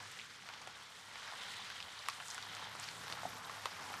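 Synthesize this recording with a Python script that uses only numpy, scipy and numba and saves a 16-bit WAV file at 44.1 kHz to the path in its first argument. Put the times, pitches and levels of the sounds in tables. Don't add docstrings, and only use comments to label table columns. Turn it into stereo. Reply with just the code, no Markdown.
import sys
import numpy as np
from scipy import signal
from scipy.fft import rfft, irfft
from scipy.io import wavfile
from scipy.ndimage import uniform_filter1d
from numba import njit

SR = 44100
rng = np.random.default_rng(int(sys.argv[2]) if len(sys.argv) > 2 else 0)


def dump(signal):
    limited = np.clip(np.atleast_2d(signal).T, -1, 1)
    pcm = np.round(limited * 32767).astype(np.int16)
    wavfile.write(sys.argv[1], SR, pcm)


N = 176400
TOP_HZ = 15300
# time in seconds, relative level in dB.
LEAF_LEVEL = [(0, -61.5), (.13, -60), (.34, -65), (1.04, -63.5), (1.47, -57.5), (1.86, -62.5), (2.33, -56),
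              (2.45, -62), (2.55, -60), (2.67, -64), (2.83, -57.5), (2.95, -58.5), (3.5, -61), (4, -58.5)]


def undb(db):
    return 10 ** (np.asarray(db) / 20)


def unit(x):
    return x / np.sqrt(np.mean(x ** 2))


def curve(rows):
    return np.interp(np.arange(N) / SR, *np.array(rows, float).T)


def by_hz(rows, size):
    hz, value = np.array(rows, float).T
    return np.interp(np.log(np.fft.rfftfreq(size, 1 / SR) + 1), np.log(hz), value)


def colour(x, rows):
    size = 2 * x.shape[-1]
    cepstrum = irfft(np.log(undb(by_hz(rows, size))))
    cepstrum[1:size // 2] *= 2
    cepstrum[size // 2 + 1:] = 0
    return irfft(rfft(x, size) * np.exp(rfft(cepstrum)))[..., :size // 2]


def fade(t, t60):
    return np.exp(-np.log(1000) * t / t60)


def walk(per_s):
    hold = max(int(SR / per_s), 1)
    steps = rng.standard_normal(N)[np.arange(N) // hold]
    return unit(uniform_filter1d(uniform_filter1d(steps, hold), hold))


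def add(out, start_s, sound):
    i = int(start_s * SR)
    out[i:i + len(sound)] += sound[:N - i]


@njit
def ring(starts, hz, cycles, sizes):
    out = np.zeros(N)
    for k in range(len(starts)):
        length = cycles[k] * SR / hz[k]
        pole = np.exp(2j * np.pi * hz[k] / SR - np.log(1000) / length)
        phasor = sizes[k] + 0j
        for i in range(int(starts[k]), min(int(starts[k] + length), N)):
            phasor *= pole
            out[i] += phasor.imag
    return out


def shower(per_s, lo_hz, hi_hz, spectrum, cycles, spread_db, clump_db, clumps_per_s):
    when, pitch, length, size = rng.random((int(per_s * N / SR), 4)).T
    hz = lo_hz + (hi_hz - lo_hz) * pitch
    size_db = -spread_db * np.log(np.maximum(size, 1 / 200))
    sizes = undb(size_db) * np.sqrt(hz)
    grains = ring(when * N, hz, cycles * (.5 + length), sizes)
    return unit(colour(grains, spectrum) * undb(clump_db * walk(clumps_per_s)))


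def scattered(crack, tail_db=-11, tail_t60_s=0.058):
    t = np.arange(len(crack)) / SR
    tail = signal.fftconvolve(crack, rng.standard_normal(len(t)) * fade(t, tail_t60_s))[:len(t)]
    return crack / np.abs(crack).max() + undb(tail_db) * tail / np.abs(tail).max()


def woodland(car, t60_s=0.62):
    # frequency in Hz, gain of the scatter in dB.
    scatter_gain = [(50, -4), (130, -19), (300, -20.5), (1000, -13), (4000, -11), (9000, -17.5),
                    (14000, -8.5)]
    t = np.arange(SR // 2) / SR
    response = unit(rng.standard_normal((2, len(t))) * fade(t, t60_s)) / np.sqrt(len(t))
    return signal.fftconvolve(colour(car, scatter_gain)[None], response, axes=1)[:, :N]


def engine(waver_db=2.5):
    # time in seconds, crankshaft speed in turns per second.
    crank_speed = [(0, 34.2), (1.0, 34.28), (2.2, 34.13), (2.7, 35.74), (3.1, 36.2), (3.45, 35.1),
                   (4, 32.3)]
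    # multiple of the crankshaft speed, relative level in dB.
    orders = [(2, -20), (3, 1), (4, -5), (5, -16), (7, -16), (8, -13)]
    # time in seconds, level of the hum in dB.
    level = [(0, -71), (.8, -75), (1.4, -71), (1.95, -73), (2.7, -66.5), (3.2, -63), (3.6, -67), (4, -76)]
    turns = np.cumsum(curve(crank_speed) * (1 + 0.0043 * walk(13.3))) / SR
    hum = sum(undb(db + waver_db * walk(7.03)) * np.sin(2 * np.pi * (order * turns + rng.random()))
              for order, db in orders)
    return unit(hum) * undb(curve(level))


def rumble():
    # time in seconds, level in dB.
    level = [(0, -67), (.9, -70), (1.5, -66), (2.0, -69), (2.6, -64.5), (3.2, -61), (3.6, -66), (4, -60)]
    # frequency in Hz, relative spectral density in dB.
    spectrum = [(20, -37), (45, -14), (65, -4.5), (95, -1.5), (190, 1.5), (320, -6.5), (500, -2.5),
                (900, -19), (2000, -42)]
    return unit(colour(rng.standard_normal(N), spectrum)) * undb(curve(level) + 1.1 * walk(18))


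def rut_bumps(rise_s=0.014, t60_s=0.078):
    # start in seconds, peak level in dB, frequency in Hz.
    bumps = [(1.83, -55.5, 91), (2.63, -53, 110)]
    out, t = np.zeros(N), np.arange(SR // 4) / SR
    envelope = np.minimum(t / rise_s, 1) * fade(np.maximum(t - rise_s, 0), t60_s)
    for start, db, hz in bumps:
        add(out, start, undb(db) * np.sin(2 * np.pi * hz * t) * envelope)
    return out


def stone_knock(start_s=3.2522, rise_s=0.0039):
    # frequency in Hz, level in dB, 60 dB decay time in seconds.
    modes = [(189, -47.5, 0.11), (261, -46.5, 0.08), (736, -26, 0.039), (800, -26, 0.024)]
    out, t = np.zeros(N), np.arange(SR // 4) / SR
    knock = sum(undb(db) * np.sin(2 * np.pi * hz * t) * fade(t, t60) for hz, db, t60 in modes)
    add(out, start_s, knock * np.sin(np.pi / 2 * np.minimum(t / rise_s, 1)) ** 2)
    return out


def stalk_ticks():
    # frequency in Hz, relative gain in dB.
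    spectrum = [(600, -21), (1700, -5), (4000, -2), (8000, -1), (16000, -30)]
    clicks = shower(90, 990, 10000, spectrum, cycles=2.9, spread_db=0.5, clump_db=3, clumps_per_s=10)
    return clicks * undb(curve(LEAF_LEVEL) - 10.5)


def twig_breaks(t60_s=0.0072, edge_ratio=1.33, muffle_hz=9500):
    # start in seconds, level in dB, centre frequency in Hz.
    breaks = [(.116, -38, 8500), (0.1893, -36, 2900), (0.197, -35.5, 2130), (.214, -39, 2700),
              (0.538, -36.5, 3100), (0.6163, -42, 6800), (.676, -39.5, 2600), (1.537, -37, 3080),
              (1.803, -32, 3200), (1.826, -34, 3180), (1.991, -36.5, 4000), (2.099, -29.5, 4100),
              (2.283, -35, 5830), (2.302, -35, 6000), (2.304, -33, 6440), (2.3105, -35.5, 5200),
              (2.346, -35.5, 7450), (2.426, -34, 3900), (2.550, -35.5, 5400), (2.798, -35, 7500),
              (2.841, -38, 5700), (2.887, -33, 2980)]
    out, t = np.zeros(N), np.arange(SR // 10) / SR
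    for start, db, hz in breaks:
        edges_hz = [hz / edge_ratio, min(hz * edge_ratio, TOP_HZ)]
        band = signal.butter(2, edges_hz, "band", fs=SR, output="sos")
        burst = signal.sosfilt(band, rng.standard_normal(len(t)) * fade(t, t60_s))
        add(out, start, undb(db) * scattered(burst))
    return signal.sosfilt(signal.butter(2, muffle_hz, fs=SR, output="sos"), out)


def stone_snaps(splinter_gain=0.71, crack_t60_s=0.0016):
    # start in seconds, relative level in dB, pitch in Hz,
    # level of the crack against the ring in dB, bass cutoff in Hz.
    snaps = [(.489, -32, 1400, -2, 650), (0.6738, -31.5, 830, -4, 565), (1.157, -34, 1170, -4, 604),
             (1.336, -36.5, 1030, -14, 500), (1.702, -30.5, 1550, -2, 497), (2.086, -21, 1090, 0, 940),
             (2.202, -31, 1500, -18, 800), (2.380, -30, 1380, -2, 396), (2.568, -33.5, 1280, -8, 700),
             (2.752, -31.5, 1260, -11, 400), (3.081, -32, 1100, 5, 600), (3.100, -30, 1030, 4, 600),
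             (3.125, -24.5, 1180, 6, 446), (3.137, -37.5, 900, -12, 500), (3.233, -31.5, 770, -9, 600),
             (3.497, -32, 1090, -20, 600), (3.657, -19.5, 1094, -4, 540), (3.902, -34.5, 890, -17, 295),
             (3.940, -30, 1290, -14, 700)]
    # multiple of the pitch, relative level in dB, 60 dB decay time in seconds.
    modes = [(.55, 2, 0.009), (.85, -21, 0.0089), (1.05, 17, 0.0097), (1.72, 14.5, 0.0051),
             (2.3, -7, 0.0027)]
    # frequency in Hz, relative gain in dB.
    crack_spectrum = [(300, -25), (1300, 0), (2500, 1.5), (4500, -2.5), (7000, -13), (12000, -18.5),
                      (15000, -45.5)]
    out, t = np.zeros(N), np.arange(SR // 10) / SR
    for start, db, hz, cutoff_hz, crack_db in ((s, d, h, c, k) for s, d, h, k, c in snaps):
        body = sum(undb(mode_db) * np.sin(2 * np.pi * hz * ratio * t) * fade(t, t60)
                   for ratio, mode_db, t60 in modes)
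        splinters = splinter_gain * rng.standard_normal(len(t)) * fade(t, crack_t60_s)
        crack = colour((t == 0) + splinters, crack_spectrum)
        snap = body / np.abs(body).max() + undb(crack_db) * crack / np.abs(crack).max()
        bass_cut = signal.butter(3, cutoff_hz, "high", fs=SR, output="sos")
        add(out, start, undb(db - 1) * scattered(signal.sosfilt(bass_cut, snap)))
    return out


def tyre_crunch():
    # time in seconds, relative level in dB.
    stone_level = [(0.0, -57.5), (0.36, -70), (0.5, -56.5), (1.0, -62.5), (1.32, -53), (1.55, -57.5),
                   (1.85, -59.5), (2.1, -57.5), (2.52, -56), (2.57, -53), (2.69, -55), (3.05, -57),
                   (3.11, -51.5), (3.37, -54.5), (3.51, -52), (3.73, -55.5), (3.9, -51), (4.0, -53.5)]
    grit_level = [(0.0, -51), (0.2, -53.5), (0.29, -56), (0.54, -53.5), (1.04, -57), (1.24, -50.5),
                  (1.72, -51.5), (1.86, -54.5), (2.04, -51), (2.27, -55.5), (2.37, -48), (2.45, -53.5),
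                  (2.57, -50), (2.79, -56), (2.84, -46.5), (2.97, -55.5), (3.11, -49), (3.45, -53.5),
                  (3.75, -50), (4.0, -51)]
    twig_level = [(1.05, -61), (1.25, -56), (1.55, -51), (1.85, -56), (2.6, -55), (3.3, -61)]
    # frequency in Hz, relative gain in dB.
    stone_tone = [(150, -34), (380, -20), (470, -8.5), (600, -7), (790, 1), (1000, 1.5), (1300, -2),
                  (1700, -6.5), (3000, -37.5)]
    grit_tone = [(700, -34.5), (1100, -3), (1450, 1.5), (1900, 0), (2550, -3), (3300, -6), (4400, -5.5),
                 (5400, -5.5), (7000, -12), (12000, -50)]
    leaf_tone = [(2500, -34), (4500, -10), (5800, -2.5), (7500, 0.5), (9500, -3), (12000, -14.5),
                 (14000, -13.5), (16000, -50)]
    twig_tone = [(1400, -27.5), (1900, -5), (2500, -12.5), (3150, -2), (3600, -2.5), (4300, -7.5),
                 (6500, -21)]
    fizz_tone = [(6000, -34), (10000, 8), (12500, 10), (15500, -14)]
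    stones = shower(1800, 302, 1962, stone_tone,
                    cycles=12.4, spread_db=2.5, clump_db=0.72, clumps_per_s=90)
    grit = shower(5000, 915, 6970, grit_tone, cycles=11, spread_db=2, clump_db=0.98, clumps_per_s=88)
    leaves = shower(6000, 3900, 14600, leaf_tone,
                    cycles=9.2, spread_db=2, clump_db=1.36, clumps_per_s=64)
    twigs = shower(4200, 1460, 4890, twig_tone, cycles=18.4, spread_db=2.1, clump_db=1, clumps_per_s=78)
    fizz = shower(4000, 8100, 16600, fizz_tone, cycles=21, spread_db=4.5, clump_db=-2, clumps_per_s=70)
    fizz_db = -84 + 4 * np.arange(N) / SR
    ground = (stones * undb(curve(stone_level))
              + grit * undb(curve(grit_level) - 1.22)
              + leaves * undb(curve(LEAF_LEVEL) - 2.5)
              + twigs * undb(curve(twig_level))
              + fizz * undb(fizz_db))
    return ground * undb(0.5 * walk(90))


def direct_sound(car):
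    # frequency in Hz, phase lead of the left channel in radians.
    phase_lead = [(0, 0), (690, -0.54), (1810, -0.33), (5770, 0.14), (15200, 0.2)]
    # time in seconds, left minus right level in dB at a weight of 1.
    bearing = [(0, -2), (1.6, -1), (2.3, -1.5), (2.8, -3.5), (3.3, -3), (4, -4)]
    # frequency in Hz, weight of the bearing.
    bearing_weight = [(200, 0.17), (500, 0.24), (1000, 1.2), (2000, 1.5), (4000, 0.89), (12000, 1.9)]
    sides = np.array([[1], [-1]])
    spectra = rfft(car, 2 * N) * np.exp(.5j * sides * by_hz(phase_lead, 2 * N))
    directional = irfft(spectra * by_hz(bearing_weight, 2 * N))[:, :N]
    return irfft(spectra)[:, :N] + directional * (undb(sides * curve(bearing) / 2) - 1)


def scene():
    cracks = tyre_crunch() + stalk_ticks() + stone_snaps() + twig_breaks()
    car = cracks + stone_knock() + rut_bumps() + rumble() + engine()
    return direct_sound(car) + woodland(car)


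def record(dry):
    return signal.sosfilt(signal.ellip(8, .2, 70, TOP_HZ, fs=SR, output="sos"), dry)


dry = scene()
out = record(dry)
dump(out)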